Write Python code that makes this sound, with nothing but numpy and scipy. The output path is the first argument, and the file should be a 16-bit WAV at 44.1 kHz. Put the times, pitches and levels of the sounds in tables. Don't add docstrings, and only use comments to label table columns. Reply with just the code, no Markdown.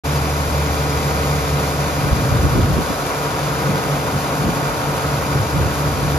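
import sys
import numpy as np
from scipy import signal
from scipy.fft import rfft, irfft
from scipy.io import wavfile
from scipy.ndimage import uniform_filter1d

SR = 44100
rng = np.random.default_rng(int(sys.argv[2]) if len(sys.argv) > 2 else 0)


def wav_record(signal):
    frames = np.transpose(np.atleast_2d(signal))
    bounded = np.clip(frames, -1, 1)
    quanta = np.round(bounded * 32767).astype(np.int16)
    wavfile.write(sys.argv[1], SR, quanta)


N = 272538
T = np.arange(N) / SR
HZ = np.fft.rfftfreq(N, 1 / SR)
CYLINDERS = 6
OPPOSITE = np.array([[1], [-1]])


def gain_of(db):
    return 10 ** (np.asarray(db) / 20)


def unit_rms(x):
    return x / np.sqrt(np.mean(x ** 2) + 1e-20)


def at_pitches(rows, hz):
    pitches, *columns = np.transpose(rows)
    return np.squeeze([np.interp(np.log(hz + 1), np.log(pitches), c) for c in columns])


def over_time(rows):
    times, *columns = np.transpose(rows)
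    return np.squeeze([np.interp(T, times, c) for c in columns])


def wander(rate_hz):
    return unit_rms(irfft(rfft(rng.standard_normal(N)) / (1 + (HZ / rate_hz) ** 4), N))


def envelope(start, length, attack_s, release_s):
    return np.clip((T - start) / attack_s, 0, 1) * np.exp(-np.maximum(T - start - length, 0) / release_s)


# pitch_hz, likeness (0 to 1), left_lead_rad, left_minus_right_db
PORTS = [(100, 0.8, 0, -1), (250, 0.93, 0, 0.5), (390, 0.79, 0.06, -0.5), (540, 0.8, 0.44, 0),
         (1030, 0.6, 0.7, 3.5), (1520, 0.68, 2.5, -2), (1870, 0.53, 0, 2.2), (2250, 0.96, -0.15, -1.5),
         (2850, 0.4, 1.5, 0.5), (3630, 0.26, 0, 4.5), (4650, 0.28, 1.2, 2.5), (5460, 0.4, -1, 4),
         (6300, 0.57, -1.5, -1), (7080, 1, -1.4, 0), (8240, 1, -3, -1), (12800, 0.92, -6.5, 0.5),
         (15600, 1, -10, -1)]

def at_ports(shared, apart, hz):
    likeness, lead, balance_db = at_pitches(PORTS, hz)
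    likeness = np.clip(likeness, 0, 1)
    common = np.sqrt((1 + likeness) / 2) * shared
    split = np.sqrt((1 - likeness) / 2) * apart
    turn = np.exp(.5j * lead) * gain_of(balance_db / 2)
    return np.array([(common + split) * turn, (common - split) / turn])


def radiate(noises, colour):
    spectra = rfft(unit_rms(noises)) * gain_of(at_pitches(colour, HZ)) * np.sqrt(SR / 2)
    return irfft(at_ports(*spectra, HZ), N)


def repeat_cycle(tones, cycles, size=16384):
    shapes = irfft(tones, size) * size / np.sqrt(2)
    return np.array([np.interp(cycles % 1, np.arange(size) / size, s, period=1) for s in shapes])


# time_s, position (-1 toward the auger, 1 toward the engine)
MIC_PATH = [(0, -0.25), (1.5, -0.25), (2.6, 0.31), (3.6, 0.11), (4.6, 0.24), (6.18, 0.28)]

def mic_position():
    return over_time(MIC_PATH)


# time_s, speed_rpm
ENGINE_SPEED = [(0, 1478.7), (.65, 1478), (1, 1473.5), (1.3, 1471.5), (1.55, 1473.5), (2.2, 1474.5),
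                (2.5, 1471.3), (2.9, 1473.7), (3.15, 1473.5), (3.55, 1478.3), (3.8, 1474.5), (4.15, 1469.8),
                (4.5, 1468.3), (4.9, 1470), (5.2, 1475.4), (5.7, 1473.7), (6.18, 1473.7)]

def crankshaft(in_step_s=1.56):
    cycle_hz = over_time(ENGINE_SPEED) / (2 * 60)
    cycles = np.cumsum(cycle_hz) / SR
    return cycles - np.interp(in_step_s, T, cycles), cycle_hz.mean()


# waves_per_cycle, level_db
STRONG_TONES = [(10, -36), (11, -34.5), (12, -29.6), (13, -39), (15, -39), (18, -47), (21, -44.5),
                (22, -46), (23, -48), (24, -46), (25, -46), (30, -45.5), (34, -49), (36, -34.5), (38, -41),
                (39, -49), (42, -38), (43, -48), (44, -41.5), (46, -46.5), (50, -46.5), (51, -44),
                (52, -42.5), (56, -47), (57, -44.5), (58, -43), (60, -44.5), (62, -42), (63, -41.5),
                (64, -44.5), (68, -46), (76, -46.5), (78, -41), (82, -47), (87, -51), (90, -39),
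                (92, -49.5), (100, -44), (101, -47), (104, -46), (105, -44), (108, -43), (117, -45),
                (118, -41.5), (126, -43), (138, -51), (150, -48), (156, -53), (162, -48.5), (168, -49.5),
                (172, -55), (191, -60)]
# pitch_hz, level_db
WEAK_TONES = [(30, -77), (60, -58), (90, -48), (250, -49.5), (370, -53), (500, -46.5), (750, -48),
              (830, -55), (950, -50.5), (1550, -52.5), (1750, -60.5), (2300, -58.5), (3000, -65),
              (4000, -81)]

def exhaust(cycles, cycle_hz, drift=0.26, jitter_s=.00007, evenness=0.82, drone_top_hz=350, count=330):
    hz = np.arange(count) * cycle_hz
    low = hz < drone_top_hz
    weak = gain_of(at_pitches(WEAK_TONES, hz)) * (hz > 0)
    level = weak.copy()
    for multiple, db in STRONG_TONES:
        level[round(multiple)] = gain_of(db)
    level[CYLINDERS] = 0
    phase = np.exp(2j * np.pi * rng.random((6, count)))
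    phase[0, 2 * CYLINDERS] = 1
    steady = at_ports(level * phase[0], np.minimum(level, weak) * phase[1], hz)
    shaken = cycles + jitter_s * cycle_hz * wander(24.5)
    drone = repeat_cycle(steady * low, shaken)
    rasp = repeat_cycle(steady * ~low, shaken)
    firing_energy = uniform_filter1d(rasp.mean(0) ** 2, round(SR / (CYLINDERS * cycle_hz)))
    rasp /= unit_rms(np.sqrt(firing_energy)) ** evenness
    rasp *= gain_of(1.12 * wander(20))
    fading = np.where(low, weak, level)
    shifting = 0
    for rate_hz, pair in ((0.91, phase[2:4]), (14, phase[4:6])):
        tones = at_ports(fading * pair[0], weak * pair[1], hz)
        shifting += wander(rate_hz) * repeat_cycle(tones, shaken)
    return drone + rasp + drift * shifting


# time_s, level_db
BOOM_LEVEL = [(0, -27.3), (.65, -25.2), (1.5, -27), (2.7, -33), (3, -26), (3.7, -40), (4.8, -47),
              (5.07, -27.5), (5.3, -34), (6.18, -28.5)]
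# waves_per_cycle, relative_db
BOOM_TONES = [(6, 1), (7, -14), (9, -28), (10, -13.5), (18, -14.5)]

def boom(cycles, swell_db=1.5, stumble_db=1.3):
    tones = sum(gain_of(db) * np.cos(2 * np.pi * (round(multiple) * cycles + rng.random()))
                for multiple, db in BOOM_TONES)
    level_db = over_time(BOOM_LEVEL) + swell_db * wander(5) + stumble_db * wander(22)
    return np.sqrt(2) * tones * gain_of(level_db)


# waves_per_blade, level_db
FAN_TONES = [(1, -27.5), (2, -35.5), (4, -38.5), (5, -50)]

def fan(cycles, blades_per_cycle=11.658, flutter_db=1.5, belt_slip_rad=0.14):
    blade_phase = 2 * np.pi * blades_per_cycle * cycles + belt_slip_rad * wander(4.6)
    return np.sqrt(2) * sum(gain_of(db + flutter_db * wander(5.7)) * np.cos(round(multiple) * blade_phase)
                            for multiple, db in FAN_TONES)


def firing_pulses(cycles, decay_firings, uneven_db):
    firings = CYLINDERS * (cycles - cycles[0])
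    force = gain_of(uneven_db * unit_rms(rng.permutation(CYLINDERS) - (CYLINDERS - 1) / 2))
    return force[firings.astype(int) % CYLINDERS] * np.exp(-(firings % 1) / decay_firings)


# pitch_hz, level_db_per_hz
CLATTER_COLOUR = [(25, -88), (55, -66), (130, -50.5), (210, -55), (450, -57), (720, -58), (830, -61),
                  (920, -55), (1100, -60), (1500, -56.5), (1780, -70), (2350, -71.5), (2900, -73.5),
                  (8000, -97)]

def clatter(cycles, knock=0.32, level_db=-0.5, swell_db=0.23):
    bursts = 1 + knock * firing_pulses(cycles, decay_firings=0.21, uneven_db=3)
    noise = radiate(bursts * rng.standard_normal((2, N)), CLATTER_COLOUR)
    return noise * gain_of(level_db + swell_db * wander(0.68))


# pitch_hz, level_db_per_hz
TICK_COLOUR = [(600, -100), (1400, -69.5), (1800, -74.5), (2400, -75.5), (3200, -80.5), (5000, -81.5),
               (9000, -98)]

def injectors(cycles):
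    ticks = firing_pulses(cycles, decay_firings=0.13, uneven_db=4)
    return radiate(ticks * rng.standard_normal((2, N)), TICK_COLOUR)


# pitch_hz, level_db_per_hz
GRAIN_COLOUR = [(500, -96), (2000, -74), (2800, -71.5), (3600, -71.5), (4280, -71), (4900, -71),
                (5400, -71.5), (5700, -70.5), (6600, -68.5), (7700, -74.5), (9300, -71.5), (12000, -76),
                (15400, -79)]
# pitch_hz, width_hz, boost_db
TUBE_NOTES = [(2350, 70, 10), (2460, 71, 5), (2630, 75, 5), (2930, 70, 3), (3436, 50, 4.5), (3650, 150, 3),
              (3930, 50, 5), (4020, 60, 2.5), (4470, 80, 4.5), (4630, 70, 4.5), (4880, 100, 5),
              (5050, 82, 3.6), (5270, 90, 3.3), (6550, 400, -0.5)]

def grain(cycles, hits_per_s=5000, size_db=2.5, hits_share=0.47, shake=0.019, surge_db=0.58):
    size = gain_of(size_db * np.minimum(rng.exponential(1, (2, N)), 7))
    hits = size * rng.choice([-1, 1], (2, N)) * (rng.random((2, N)) < hits_per_s / SR)
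    kernels = rng.standard_normal((2, N)) + hits_share * unit_rms(hits)
    ring = gain_of(sum(db / (1 + (2 * (HZ - hz) / width) ** 2) for hz, width, db in TUBE_NOTES))
    throb = np.cos(2 * np.pi * CYLINDERS * cycles) + .7 * np.cos(2 * np.pi * 2 * cycles)
    hiss = irfft(rfft(kernels * (1 + shake * throb)) * ring, N)
    distance_db = -1.65 * mic_position()
    return radiate(hiss, GRAIN_COLOUR) * gain_of(distance_db + surge_db * wander(21))


def rattle(taps_per_s=110, size_db=3, ring_s=.035, level_db=-44.3, scatter_db=5):
    taps = gain_of(size_db * np.minimum(rng.exponential(1, N), 3)) * (rng.random(N) < taps_per_s / SR)
    t = T[T < 2 * ring_s]
    decay = np.exp(-np.log(1000) * t / ring_s)
    out = np.zeros((2, N))
    for hz, _, db in TUBE_NOTES:
        force = taps * gain_of(db + scatter_db * rng.uniform(-1, 1, N))
        note = np.sin(2 * np.pi * (hz * t + rng.random((2, 1)))) * decay
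        out += signal.oaconvolve(force[None], note, axes=1)[:, :N]
    return gain_of(level_db) * unit_rms(out)


def eddies(colour_db, lump_db, side_db):
    middle, side = irfft(rfft(rng.standard_normal((2, N))) * gain_of(colour_db), N)
    lumpy = unit_rms(middle * gain_of(lump_db * wander(38)))
    return lumpy + gain_of(side_db) * unit_rms(side) * OPPOSITE


# start_s, length_s, rumble_db, flutter_above_rumble_db
GUSTS = [(1.972, 0.23, -29, -0.5), (2.288, 0.48, -24.8, -3.5), (3.647, 0.1, -36.5, 7.5),
         (4.393, 0.09, -30, 7), (5.334, 0.099, -28, -13), (5.527, 0.14, -25.5, -6), (5.847, .32, -28, -6)]
# pitch_hz, rumble_db, flutter_db
WIND_COLOUR = [(15, -38, -50), (30, -15, -35), (54.5, 2.5, -25), (123, 0.5, -1), (180, -5, 0.5),
               (325, -20.5, -4.5), (517, -40, -25), (900, -46, -35), (3000, -72, -60)]

def wind(breeze_db=-34, swell_db=0.5, breeze_flutter_db=-4.5):
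    rumble_gain = gain_of(breeze_db + swell_db * wander(0.97))
    flutter_gain = rumble_gain * gain_of(breeze_flutter_db)
    for start, length, db, flutter_db in GUSTS:
        gust = gain_of(db) * envelope(start, length, attack_s=0.027, release_s=0.1)
        rumble_gain = np.hypot(rumble_gain, gust)
        flutter_gain = np.hypot(flutter_gain, gust * gain_of(flutter_db))
    rumble_colour, flutter_colour = at_pitches(WIND_COLOUR, HZ)
    rumble = rumble_gain * eddies(rumble_colour, lump_db=0.5, side_db=-8)
    flutter = flutter_gain * eddies(flutter_colour, lump_db=3, side_db=-9)
    return rumble + flutter


def mic_turn(tractor, lag_s=.00007):
    shift = lag_s * mic_position() / 2
    return np.array([np.interp(T - shift, T, tractor[0]), np.interp(T + shift, T, tractor[1])])


# pitch_hz, change_db
REFLECTION_COLOUR = [(200, -1), (290, 2), (370, 0.5), (440, -3.8), (520, 1.5), (620, -1), (950, -0.3),
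                     (1200, 0.5), (1500, 0.3), (1800, -1.7), (2300, -3.5), (2900, -0.5), (5000, -1.5),
                     (9000, 0)]
# start_s, length_s, depth_db
BASS_DIPS = [(2.78, 0.41, -8.5), (4.583, 0.19, -4.5)]

def reflections_and_dips(machines, bass_hz=265):
    spectrum = rfft(machines)
    colour = irfft(spectrum * np.log(gain_of(at_pitches(REFLECTION_COLOUR, HZ))), N)
    bass = irfft(spectrum / (1 + (HZ / bass_hz) ** 6), N)
    dip_db = sum(db * envelope(start, length, attack_s=0.13, release_s=0.16)
                 for start, length, db in BASS_DIPS)
    return machines + mic_position() * colour + (gain_of(dip_db) - 1) * bass


# middle_s, length_s, pitch_hz, thump_db, ragged_edge_db
WIND_THUMPS = [(2.064, 0.032, 191, -19.5, -28), (2.127, 0.026, 68, -10.5, -20),
               (2.17, 0.023, 150.4, -24, -33), (2.258, 0.032, 120.1, -16, -30),
               (2.323, 0.023, 70, -13, -20.5), (2.359, 0.032, 125, -12.5, -35),
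               (2.405, 0.029, 60, -16.5, -30), (2.455, 0.045, 72, -16, -18), (2.558, .025, 115, -16, -17),
               (2.592, 0.031, 48, -18, -12.5), (2.639, 0.042, 64, -12, -21), (2.71, 0.022, 110, -18, -24),
               (2.74, 0.029, 85, -19, -31), (2.782, .028, 205, -19.5, -19.5), (2.81, 0.028, 115, -24, -22),
               (2.908, 0.027, 240.8, -22, -27), (3.697, 0.064, 150, -22, -28), (4.158, .04, 93.6, -23, -26),
               (4.474, 0.039, 100, -22, -27), (4.491, 0.026, 217, -18.5, -26),
               (5.357, 0.022, 150, -15, -24.5), (5.408, 0.059, 95.5, -21, -29),
               (5.558, 0.032, 135, -17.5, -27), (5.61, .05, 88, -16.5, -27), (5.665, 0.027, 115, -19, -33),
               (6.042, .035, 90, -22, -29)]
# pitch_hz, level_db
RAGGED_COLOUR = [(40, -8), (130, 4.5), (260, 1.5), (400, -2), (540, -5), (780, -31), (3000, -69)]

def wind_thumps(pitch_wobble=0.2083, port_lag_turns=0.1):
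    ragged = eddies(at_pitches(RAGGED_COLOUR, HZ), lump_db=1, side_db=-9)
    unsteady_s = np.cumsum(1 + pitch_wobble * wander(55)) / SR
    out = np.zeros((2, N))
    for middle, length, hz, thump_db, edge_db in WIND_THUMPS:
        phase, heading = rng.uniform(-1.06, 1, 2)
        near = abs(T - middle) < 2 * length
        turns = hz * unsteady_s[near] + phase + port_lag_turns * heading * OPPOSITE
        thump = gain_of(thump_db) * np.sqrt(2) * np.cos(2 * np.pi * turns)
        edge = gain_of(edge_db) * unit_rms(ragged[:, near])
        swell = np.exp(-(2 * (T[near] - middle) / length) ** 2)
        out[:, near] += swell * (thump + edge)
    return out


# time_s, change_db
ENGINE_SWELL = [(0, -0.3), (0.6, -0.5), (1.5, 0.34), (3, 0.17), (4.1, 0.35), (5, 0.7), (6.18, -0.5)]

def scene():
    cycles, cycle_hz = crankshaft()
    engine = gain_of(over_time(ENGINE_SWELL)) * (exhaust(cycles, cycle_hz) + clatter(cycles))
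    tractor = engine + boom(cycles) + fan(cycles) + injectors(cycles)
    machines = mic_turn(tractor) + grain(cycles) + rattle()
    return reflections_and_dips(machines) + wind() + wind_thumps()


def record(dry, low_cut_hz=38, high_cut_hz=15300, start_s=.036, fade_in_s=0.018):
    lean = irfft(rfft(dry) / np.sqrt(1 + (low_cut_hz / (HZ + 1)) ** 6), N)
    opened = lean * np.clip((T - start_s) / fade_in_s, 0, 1)
    treble_cut = signal.firwin(511, high_cut_hz, window=("kaiser", 9), fs=SR)
    return signal.oaconvolve(opened, treble_cut[None], "same")


dry = scene()
out = record(dry)
wav_record(out)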